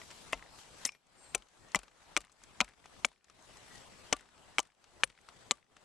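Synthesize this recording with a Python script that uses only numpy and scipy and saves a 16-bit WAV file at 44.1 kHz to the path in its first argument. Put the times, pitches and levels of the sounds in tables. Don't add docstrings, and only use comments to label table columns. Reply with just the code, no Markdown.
import sys
import numpy as np
from scipy import signal
from scipy.fft import irfft
from scipy.io import wavfile
from scipy.ndimage import uniform_filter1d

SR = 44100
rng = np.random.default_rng(int(sys.argv[2]) if len(sys.argv) > 2 else 0)


def to_wav(sig):
    pcm = np.clip(np.atleast_2d(sig), -1, 1) * 32767
    pcm = np.round(pcm).astype(np.int16)
    wavfile.write(sys.argv[1], SR, pcm.T)


def volts(x):
    e = np.asarray(x, float) / 20
    return 10 ** e


N = 257544


def evened(x):
    return x / np.sqrt(np.mean(x ** 2) + 1e-20)


def read(points, hz):
    f, value = np.transpose(points)
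    return np.interp(np.log(hz + 1), np.log(f + 1), value)


def add(mix, s, sound):
    part = mix[round(s * SR):][:len(sound)]
    part += sound[:len(part)]


def resonate(x, hz, width):
    turn = np.exp(2j * np.pi * np.cumsum(hz * np.ones(len(x))) / SR)
    r = np.exp(-np.pi * width / SR)
    return 2 * (turn * signal.lfilter([1 - r], [1, -r], x / turn)).real


def rise(t, rise_s):
    return np.minimum(t / rise_s, 1)


def ring(t, hz, db, t60):
    return volts(db - 60 * t / max(t60, .001)) * np.sin(2 * np.pi * hz * t)


def burst(db, hz, t60, width, grit_db, rise_s):
    t = np.arange(3000) / SR
    grit = rng.standard_normal(3000) * volts(grit_db * rng.standard_normal(3000))
    fall = volts(db - 60 * t / max(t60, .002)) * rise(t, rise_s)
    return evened(resonate(resonate(grit, hz, width), hz, width)) * fall


# time in seconds, strength in dB
BREEZE = [(0, 2.5), (.12, 4.5), (0.301, 2.5), (.47, 0.5), (0.601, 4.5), (.69, 1.5), (0.82, 3), (1.1, 0),
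          (1.3, 1), (1.598, 0.5), (2.5, .5), (3.299, 1), (3.44, 1.5), (3.53, 2), (3.62, 1), (3.76, 2.5),
          (3.9, .5), (4.08, 1), (4.5, 0), (5.83, 0.5)]


def breeze_db():
    return np.interp(np.arange(N) / SR, *np.transpose(BREEZE))


# free ringing in seconds, gain control depth in dB, sinking time in seconds
AFTER_BLOW = [(0.009, 5.5, 0.086), (0.0035, 4.5, 0.28), (0.0017, 20, 0.15), (0.0036, 12.5, 0.13),
              (0.0069, 10.5, 0.17), (0.012, 14, .135), (0.0038, 12, 0.15), (0.0028, 22.5, 0.17),
              (0.0042, 10.5, .157), (0.0073, 19.5, 0.16), (0.0016, 13, .115), (0.0076, 20, 0.16)]


def ducking_db():
    recover_s, sink_curve = 0.15, 0.65
    t, out = np.arange(N) / SR, np.zeros(N)
    for (s, *_), (_, depth_db, sink_s) in zip(BLOWS, AFTER_BLOW):
        sink = (t / sink_s) ** sink_curve
        climb = np.exp(np.minimum(sink_s - t, 0) / recover_s)
        add(out, s, -depth_db * np.minimum(sink, climb))
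    return uniform_filter1d(out, size=1300)


# frequency in Hz, density in dB per Hz
FOREST_SPECTRUM = [(41, -28), (70, -1.5), (300, -5), (850, -3.5), (1600, -8), (8090, -17.5), (11500, -25.5),
                   (16000, -61)]
# frequency in Hz, share from 0 to 1
FOREST_LIKENESS = [(60, 0.19), (950, 0.4), (15000, 0.033)]
# frequency in Hz, left over right in dB
FOREST_PAN = [(60, 4), (240, 4), (950, 3.0), (3770, 3.5), (15000, 6)]


def forest():
    rest_db, whine_hz, whine_db = -60, 7865, -18
    rustle_per_db, rustle_ducked = 1.45, -0.025
    air_hz, air_per_db, air_rest_db = 10500, 5, 1.3
    frames, hz = N // 128 + 9, np.fft.rfftfreq(512, 1 / SR)
    breeze, ducked = breeze_db(), ducking_db()
    at = np.minimum(np.arange(frames) * 128, N - 1)
    a, b, c, d, patches = rng.standard_normal((frames, 257, 5)).T
    patches = evened(uniform_filter1d(uniform_filter1d(patches, 6, 0), 16, 1))
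    flicker = evened(uniform_filter1d(rng.standard_normal(frames), 3))
    treble = np.clip(np.log2((hz + 1) / 2000), 0, 1)[:, None]
    rustle = treble * (rustle_per_db * breeze - rustle_ducked * ducked)[at]
    air = np.clip(np.log2((hz + 1) / air_hz), 0, 1)[:, None]
    hiss = air * air_per_db * (breeze[at] - air_rest_db)
    same = np.clip(read(FOREST_LIKENESS, hz), -1, 1)[:, None]
    left = a + 1j * b
    right = same * left + np.sqrt(1 - same ** 2) * (c + 1j * d)
    level_db = read(FOREST_SPECTRUM, hz)[:, None] + 2.0 * patches + 1.1 * flicker + rustle + hiss
    z = np.array([left, right]) * volts(level_db)
    z *= volts(np.outer([.5, -.5], read(FOREST_PAN, hz)))[:, :, None]
    wash = evened(signal.istft(z, nperseg=512, noverlap=384)[1][:, :N])
    whine = np.array([evened(resonate(row, whine_hz, 40)) for row in rng.standard_normal((2, N))])
    return volts(rest_db + 3 + breeze + ducked) * (wash + volts(whine_db) * whine)


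# start and end in seconds, start and end pitch in Hz, level in dB, width in Hz
BIRDS = [
    (1.155, 1.345, 8640, 8480, -66.5, 90),
    (1.175, 1.335, 7630, 7540, -68, 130),
    (3.66, 3.81, 1960, 1890, -63.5, 110),
    (1.6, 1.73, 1850, 1880, -73, 110),
]


def birds():
    arch, blur = .006, .8
    out = np.zeros(N)
    for s, end, hz, end_hz, db, width in BIRDS:
        size = round((end - s) * SR)
        swell = np.sin(np.linspace(0, np.pi, size))
        glide = np.linspace(hz, end_hz, size) * (1 - arch + arch * swell)
        breath = evened(resonate(rng.standard_normal(size), glide, width))
        note = blur * breath + np.sin(2 * np.pi * np.cumsum(glide) / SR)
        add(out, s, volts(db) * evened(note) * np.sqrt(swell))
    return out


# time in seconds, boom in dB, boom pitch in Hz, shake in dB
SHAKES = [(0.333, -36.5, 280, -46), (0.854, -36.5, 251, -68), (1.352, -31.5, 410, -52),
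          (1.755, -25.5, 194, -46), (2.169, -30.5, 321, -52), (2.61, -24.5, 221.3, -47.5),
          (3.05, -36.5, 231, -60), (4.127, -23.5, 290, -51.5), (4.59, -42.5, 290, -68),
          (5.039, -46, 118, -57), (5.513, -34.5, 228, -69)]


def shakes():
    out, t = np.zeros(N), np.arange(9000) / SR
    for s, _, _, db in SHAKES:
        add(out, s + 0.0078, ring(t, 47 * rng.uniform(.92, 0.94), db, 0.2) * rise(t, 0.014))
    noise = rng.standard_normal((2, N))
    rumble = np.array([evened(resonate(resonate(row, 46, 35), 46, 35)) for row in noise])
    return out + volts(-71.5 + 1.2 * ducking_db()) * rumble


# frequency in Hz, 60 dB decay in seconds
TRUNKS = [(200, 0.27), (2000, 0.13), (12000, 0.05)]


def trunks(x):
    taps = np.zeros((2, 16000))
    at = np.arange(300, 15960, 20) + rng.integers(0, 20, (2, 783))
    np.put_along_axis(taps, at, rng.choice([-1., 1.], at.shape), 1)
    hz, t, z = signal.stft(taps, SR, nperseg=256)
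    tail = signal.istft(z * volts(-60 * t / read(TRUNKS, hz)[:, None]), SR, nperseg=256)[1]
    return signal.fftconvolve(x[None], tail / np.linalg.norm(tail[0]), axes=1)[:, :N]


def tick(db, hz, treble_db, treble_hz):
    t = np.arange(3000) / SR
    blip = ring(t, hz, db - 1.5, min(.016, .014 * (1400 / hz) ** 2)) * rise(t, .0006)
    body = ring(t, .5 * hz, db - 16.5, 0.012)
    tap = burst(.5 * (db + treble_db) - 4.5, 2000, 0.05, 4100, 1.9, 0.00082)
    puff = burst(treble_db + 2.5, treble_hz, 0.016, 6000, 2.0, 0.0016)
    return blip + body + tap + puff


# time in seconds, near echoes in dB, far echo in dB
ECHOED = [(0.342, -56, -40), (1.346, -51.5, -60), (1.757, -42, -57), (2.173, -47, -52), (2.612, -46, -38),
          (3.053, -57, -41.5), (4.133, -46, -46), (4.596, -55, -43), (5.042, -58, -36), (5.521, -65, -41)]
# level in dB, pitch in Hz, treble in dB, treble pitch in Hz
NEAR_TRUNKS = [
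    (-4, 780, 0.5, 8800),
    (-4, 1470, -9.5, 8600),
    (-9, 1190, -16.5, 4000),
]
# level in dB, pitch in Hz, treble in dB, treble pitch in Hz
FAR_TRUNK = (-9, 1262, -13.5, 5495)
TRUNK_DELAYS = [.032, .075, .123, .245]


def trunk_echoes():
    out = np.zeros(N)
    for s, near_db, far_db in ECHOED:
        levels = [near_db, near_db, near_db, far_db]
        for delay, level_db, trunk in zip(TRUNK_DELAYS, levels, NEAR_TRUNKS + [FAR_TRUNK]):
            db, hz, treble_db, treble_hz = trunk
            add(out, s + delay, tick(level_db + db, hz, level_db + treble_db, treble_hz))
    return out


# time in seconds, peak in dB, pitch in Hz, treble in dB
CHIPS = [(0.104, -37, 3300, -52), (0.111, -50, 1950, -45.5), (0.425, -33.5, 1970, -73),
         (0.9189, -69, 2350, -52), (0.949, -48, 1980, -67), (1.485, -65, 3000, -58), (1.685, -54, 920, -62),
         (.462, -43, 1910, -75), (1.913, -57, 1460, -68), (2.214, -58, 3450, -48), (2.28, -50, 2120, -88),
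         (2.436, -56, 2690, -47.5), (2.679, -40.5, 2050, -65), (2.695, -46, 2030, -70),
         (2.72, -50, 2070, -90), (2.842, -44, 1950, -73), (2.965, -51, 1240, -70), (3.116, -53, 977, -68),
         (3.243, -68, 2950, -56.5), (3.283, -52, 1800, -74), (3.57, -65, 950, -49.5),
         (3.724, -59, 1880, -55), (3.755, -62, 3300, -50), (4.194, -43.5, 2000, -60),
         (4.288, -54, 1510, -64), (4.651, -56, 2360, -63), (5.1, -44, 2160, -63), (5.151, -51, 2180, -78),
         (5.188, -46, 2000, -74), (5.571, -62, 1500, -66)]


def chips():
    out = np.zeros(N)
    for s, *row in CHIPS:
        add(out, s, tick(*row, 6800))
    return out


# time in seconds, level in dB, pitch in Hz
SPLINTERS = [(.374, -52.5, 2800), (.394, -49, 1500), (1.068, -63.5, 7000), (1.131, -65.5, 8500),
             (1.422, -54, 2800), (1.423, -69, 4500), (1.447, -74, 1200), (1.718, -49, 5470),
             (1.816, -56, 1600), (1.856, -63, 1500), (2.001, -62, 1300), (2.241, -58, 2000),
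             (2.269, -59, 1300), (2.269, -67, 5500), (2.318, -58, 7500), (2.324, -56.5, 7500),
             (2.343, -65, 1000), (2.417, -56, 1000), (2.709, -58.5, 1500), (2.708, -69, 5000),
             (2.857, -45, 785), (3.063, -47, 9500), (3.136, -65, 1980), (3.16, -65, 2030),
             (3.209, -68, 1960), (3.424, -55.5, 7000), (3.503, -58, 4500), (3.778, -53, 4970),
             (4.164, -62, 4500), (4.189, -57, 4500), (4.227, -58, 1600), (4.238, -63, 1800),
             (4.658, -62.5, 1490), (4.689, -62.5, 1000), (4.701, -64, 1990), (4.741, -75, 8500),
             (4.748, -71, 8200), (4.749, -71, 2800), (5.096, -58, 8000), (5.1, -56, 2800),
             (5.124, -58, 1990), (5.176, -54, 2000), (5.213, -61, 8000), (5.286, -48, 1300),
             (5.572, -72, 8200), (5.581, -64, 1210), (5.627, -63, 2000), (5.643, -70, 4470),
             (5.665, -67.5, 2006), (5.697, -68, 1000)]


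def splinters():
    out = np.zeros(N)
    for s, db, hz in SPLINTERS:
        add(out, s, burst(db + 2.5, hz, 0.014, 0.69 * hz, 1.2, 0.00098))
    return out


def booms():
    out, t = np.zeros(N), np.arange(7000) / SR
    for s, db, hz, _ in SHAKES:
        beat = 1 + 0.14 * np.cos(2 * np.pi * 0.22 * hz * t)
        add(out, s, ring(t, hz, db + 0.5, 0.035) * beat * rise(t, 0.0058))
    return out


# frequency in Hz, level in dB, 60 dB decay in seconds
LOG_MODES = [(400, -0.5, 0.0028), (520, -14.5, 0.043), (594.4, 0, 0.033), (780, 2.5, 0.031),
             (1053, 6.5, 0.031), (1171, -3, 0.024), (1368, 5.5, 0.051)]


def thud(db, hz, t60):
    t, body = np.arange(3000) / SR, 0
    for f, d, s in LOG_MODES:
        near_db = d - 14 * np.log2(f / hz) ** 2
        body = body + ring(t, f * rng.uniform(0.92, 1.02), near_db, s * t60 / 0.032)
    push = burst(db - 6.5, hz, 0.76 * t60, 1.0 * hz, 8.2, 0.00011)
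    return push + volts(db - 2.5) * body * rise(t, 0.001)


# time in seconds, level in dB, pitch in Hz, 60 dB decay in seconds
THUDS = [(.331, -39, 700, 0.057), (.336, -59, 790, 0.046), (.851, -44.5, 800, 0.036),
         (.86, -47, 826, 0.017), (1.35, -40.5, 700, 0.06), (1.354, -56, 553, 0.046),
         (1.758, -35, 620, 0.014), (1.7615, -30, 566, 0.035), (2.1726, -25.5, 443, 0.029),
         (2.612, -31.5, 700, 0.051), (2.616, -38, 700, 0.03), (3.051, -36, 520, 0.03),
         (4.1268, -27, 580, .025), (4.1333, -29.5, 490, 0.032), (4.591, -23, 637, 0.023),
         (4.597, -35, 594, 0.029), (5.039, -42, 670, 0.025), (5.511, -27.5, 822, 0.014),
         (5.516, -38, 502, 0.033)]


def thuds():
    out = np.zeros(N)
    for s, *row in THUDS:
        add(out, s, thud(*row))
    return out


# time in seconds, pitch in Hz,
# level in dB, 60 dB decay in seconds
RINGS = [(.331, 660, -27, .033), (.853, 5200, -26, .022), (.875, 5400, -44, .08), (.8911, 2420, -33.5, .02),
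         (.925, 5400, -69, .15), (.94, 11350, -75, .2), (1.348, 680, -29, .015), (1.747, 5620, -29, .034),
         (3.047, 1163, -24.5, .0073), (4.1268, 660, -18.5, .011), (5.035, 1795, -14.5, .013),
         (.921, 2400, -60, .17), (.921, 6000, -70, .13), (.891, 5400, -45, .035), (.891, 1150, -47, .02),
         (4.132, 1170, -33, .07),
    (4.592, 1170, -35, .055),
    (5.512, 1170, -36.5, .07),
         (.335, 915, -42, 0.064), (.335, 2070, -38.5, 0.045), (.335, 2850, -44, 0.032),
          (.335, 2300, -56, .045), (1.354, 450, -34, 0.033), (1.354, 820, -48, 0.069),
          (1.354, 2320, -43.5, 0.041), (1.353, 2950, -45, 0.028), (1.757, 592, -30, 0.041),
          (1.757, 903, -34, 0.037), (1.757, 1146, -36, 0.053), (1.757, 2370, -30, 0.036),
          (2.172, 454, -37.5, 0.04), (2.175, 1180, -36.5, 0.046), (2.173, 1450, -43, 0.02),
          (2.173, 2870, -41, 0.047), (2.612, 624, -33, 0.041), (2.613, 1180, -41.5, 0.046),
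          (2.614, 1470, -33.5, 0.03), (2.611, 2500, -33.5, 0.043), (3.051, 575, -36.5, 0.022),
          (3.051, 987, -57, 0.026), (3.05, 1580, -42.5, 0.031), (3.051, 3420, -42, .027),
          (4.133, 603, -50, 0.052), (4.133, 1430, -42.5, 0.067), (4.134, 1740, -43, .047),
          (4.594, 575, -48, 0.031), (4.594, 995, -31, 0.024), (4.593, 3170, -40.5, 0.032),
          (5.039, 530, -43, 0.044), (5.038, 1163, -38.5, 0.02), (5.04, 1490, -48.5, 0.028),
          (5.04, 2051, -52, 0.028), (5.04, 3000, -48, 0.021), (5.516, 523, -34.5, 0.023),
          (3.0484, 5830, -26, .01), (.331, 3480, -29, 0.0079), (2.167, 4000, -27, 0.011),
          (5.515, 2051, -49.5, 0.031), (5.516, 3040, -45, 0.036)]


def rings():
    out, t = np.zeros(N), np.arange(7000) / SR
    for s, *row in RINGS:
        add(out, s, ring(t, *row) * rise(t, 0.00065))
    return out


# time in seconds, level in dB, pitch in Hz, 60 dB decay in seconds
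KNOCKS = [(0.325, -40.5, 2470, 0.083), (0.85, -31.5, 2200, 0.0058), (0.8592, -32.5, 2920, 0.022),
          (0.865, -42, 1990, 0.017), (0.8915, -35, 2360, 0.01), (1.342, -45.5, 2380, 0.022),
          (1.352, -27.5, 2550, 0.016), (1.7585, -29.5, 3150, 0.03), (2.1728, -23, 2360, 0.015),
          (2.6106, -21, 2770, 0.02), (3.051, -39, 2590, 0.023), (4.128, -18, 2600, 0.017),
          (4.13, -32.5, 2740, 0.033), (4.59, -25, 3020, 0.015), (4.594, -67, 2570, 0.019),
          (4.6001, -35.5, 3370, 0.019), (5.0397, -31.5, 3530, 0.015), (5.516, -31, 2460, 0.018)]


def knocks():
    out = np.zeros(N)
    wood = signal.butter(3, 8000, fs=SR, output="sos")
    for s, db, hz, t60 in KNOCKS:
        add(out, s, signal.sosfilt(wood, burst(db - 1.5, hz, t60, .9 * hz, 2.2, .0003)))
    return out


# time in seconds, level in dB, pitch in Hz, 60 dB decay in seconds, width in Hz
CHATTER = [
    (.862, -39, 2200, 0.074, 600),
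    (.9, -77, 2420, .3, 400),
    (.912, -69, 2300, 0.35, 500),
    (.915, -63, 5560, 0.12, 900),
]


def chatter():
    out = np.zeros(N)
    for s, db, hz, t60, width in CHATTER:
        add(out, s, burst(db, hz, t60, width, 2, .002) * signal.windows.tukey(3000, .5))
    return out


# time in seconds, level in dB, pitch in Hz
CRACKS = [(0.3251, -45, 8500), (0.3311, -38, 5770), (0.3388, -51.5, 6040), (0.8505, -27, 6970),
          (0.853, -22, 6050), (0.86, -31, 8540), (0.867, -41.5, 9000), (0.8726, -44, 9000),
          (0.877, -52.5, 6600), (0.8885, -52, 5770), (1.3482, -25.5, 7500), (1.3516, -29, 7700),
          (1.7475, -32.5, 8000), (1.7568, -27.5, 7400), (1.7623, -45.5, 5950), (2.1655, -24.5, 5800),
          (2.1735, -29.5, 7000), (2.6039, -24.5, 6000), (2.6107, -26.5, 6370), (3.0486, -24, 6080),
          (3.0514, -29, 7040), (4.1265, -32, 5740), (4.1276, -23.5, 5970), (4.13, -29, 7000),
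          (4.5833, -27, 6100), (4.592, -31.5, 7470), (4.6006, -35, 6820), (5.0349, -27.5, 5260),
          (5.0388, -33.5, 7000), (5.5103, -26.5, 6410), (5.515, -29.5, 7100)]


def cracks():
    out = np.zeros(N)
    for s, db, hz in CRACKS:
        t60 = 0.012 * volts(-0.34 * (db + 24.5))
        add(out, s, burst(db + 3, hz, t60, .45 * hz, 2.3, .0005))
    return out


# time in seconds,
# pitch in Hz, level in dB, 60 dB decay in seconds
CLICKS = [(.3301, 10200, -33.5, 0.0047), (0.3298, 5500, -33.5, 0.0056), (.8598, 9300, -24, .005),
          (.8677, 9000, -37.5, 0.0036), (.8724, 8900, -38, 0.0044), (1.3467, 1800, -32, .008),
          (1.3498, 6000, -32, .035), (1.349, 8900, -28, .012), (1.7569, 7000, -24, .006),
          (2.1683, 5800, -31, .02), (2.1728, 5000, -26, .003), (2.6116, 4100, -16, .003),
          (2.6075, 5800, -33, .012), (3.051, 7000, -23, .005), (3.0535, 6900, -29, .008),
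          (3.054, 9300, -32, .008), (4.1272, 1720, -31, .035), (4.1272, 980, -30, .025),
          (4.5899, 8000, -20, .0035), (4.6011, 6500, -20, .006), (4.5853, 5900, -31, .01),
          (5.0386, 8200, -21, .005), (5.0395, 9200, -30, .03), (5.5104, 7000, -22, .009),
          (5.5159, 7800, -27, .007), (4.128, 5820, -20.5, .012), (5.5101, 933, -23.5, 0.011),
          (.331, 860, -32, 0.024), (4.1261, 3290, -18, .003), (1.349, 2500, -25, 0.013),
          (4.591, 3000, -23, 0.019)]


def clicks():
    out, t = np.zeros(N), np.arange(7000) / SR
    for s, *row in CLICKS:
        add(out, s, ring(t, *row) * rise(t, .0003))
    return out


# time in seconds, level in dB
SNAPS = [
    (.8503, -46),
    (1.7469, -38),
    (2.6044, -45),
    (4.6009, -42),
    (5.0344, -43),
    (5.5098, -37),
    (.8598, -44),
    (4.1272, -50),
]


def snaps():
    out = np.zeros(N)
    for s, db in SNAPS:
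        add(out, s, burst(db, 15000, .004, 2500, 1.5, .0002))
    return out


# frequency in Hz, level in dB, 60 dB decay in seconds
STEEL_MODES = [
    (5770, -30, 0.036),
    (6600, -35, 0.0099),
    (1065, -27, 0.038),
]


def blow(db, bite_hz, ring_hz, ring_db, free_s):
    t = np.arange(2000) / SR
    bite = ring(t, bite_hz, 7.43, 0.0034)
    bite += ring(t, 0.67 * bite_hz, 0.1, 0.005)
    bite += ring(t, 1.3 * bite_hz, -9.0, 0.0052)
    bite += ring(t, 700 * rng.uniform(0.63, 1.3), -23.5, 0.025)
    modes = ring(t, ring_hz, ring_db, 0.049)
    for f, d, t60 in STEEL_MODES:
        modes += ring(t, f * rng.uniform(1.0, 1.03), d, t60)
    damped = volts(-3000 * np.maximum(t - free_s, 0)) * rise(t, 0.0033)
    return volts(db) * (bite * rise(t, 0.00043) + modes * damped)


# time in seconds, peak in dB, bite in Hz, handle ring in Hz, ring in dB under the bite
BLOWS = [(0.0163, -37, 2210, 1960, -11), (0.3311, -17.5, 1870, 2650, -2), (0.8519, -32.5, 2040, 1950, 2.5),
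         (1.3482, -17.5, 2520, 2560, -16), (1.7474, -12, 1890, 2020, -12.5),
         (2.166, -10.5, 2395, 2390, -18), (2.605, -9.5, 2220, 2400, -10), (3.0475, -8.5, 2454, 2305, -16.5),
         (4.1268, -17.5, 3205, 3010, -10), (4.584, -9, 2370, 2270, -20), (5.0349, -7, 2640, 2440, -12),
         (5.5099, -10.5, 3820, 2924, -20.5)]


def blows():
    bounce_s, bounce_db = 0.000948, -8
    direct = np.zeros(N)
    for (s, *row), (free_s, *_) in zip(BLOWS, AFTER_BLOW):
        add(direct, s, blow(*row, free_s))
    mirror = np.interp(np.arange(N) - bounce_s * SR, np.arange(N), direct)
    return direct + volts(bounce_db) * mirror


# frequency in Hz, left over right in dB
BLOW_PAN = [(60, 2.5), (180, 5), (550, 4), (1650, 3.5), (4970, 7), (8000, 9), (14000, 11)]
# frequency in Hz, lead of the left in radians
BLOW_LEAD = [(100, 0), (3000, 0), (4500, .3), (7150, -.7), (9700, -1.1), (12500, -1.5), (16000, -3)]


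def ports(x):
    hz, sides = np.fft.rfftfreq(256, 1 / SR), [.5, -.5]
    gain = volts(np.outer(sides, read(BLOW_PAN, hz))) * np.exp(1j * np.outer(sides, read(BLOW_LEAD, hz)))
    taps = np.roll(irfft(gain), 128, axis=1) * np.hanning(257)[:256]
    return signal.oaconvolve(x[None], taps, axes=1)[:, 128:N + 128]


def scene():
    dull = signal.butter(2, 12500, fs=SR, output="sos")
    bark = signal.butter(2, 7000, fs=SR, output="sos")
    litter = signal.butter(4, 10000, fs=SR, output="sos")
    log = booms() + thuds() + rings()
    handle = knocks() + chatter() + cracks() + clicks()
    axe = signal.sosfilt(dull, blows() + handle + log)
    ticks = signal.sosfilt(litter, trunk_echoes() + chips() + splinters())
    far = (birds() + shakes()) * volts(np.array([[2.], [-2.]]))
    near = ports(axe + ticks) + volts(-46.0) * trunks(signal.sosfilt(bark, axe))
    return near + far + forest() + snaps() * volts(np.array([[1.], [-1.]]))


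def top_cut(x):
    return signal.sosfilt(signal.butter(12, 16550, fs=SR, output="sos"), x)


def record(dry):
    top = signal.butter(4, 12600, fs=SR, output="sos")
    return top_cut(signal.sosfilt(top, dry))


dry = scene()
out = record(dry)
to_wav(out)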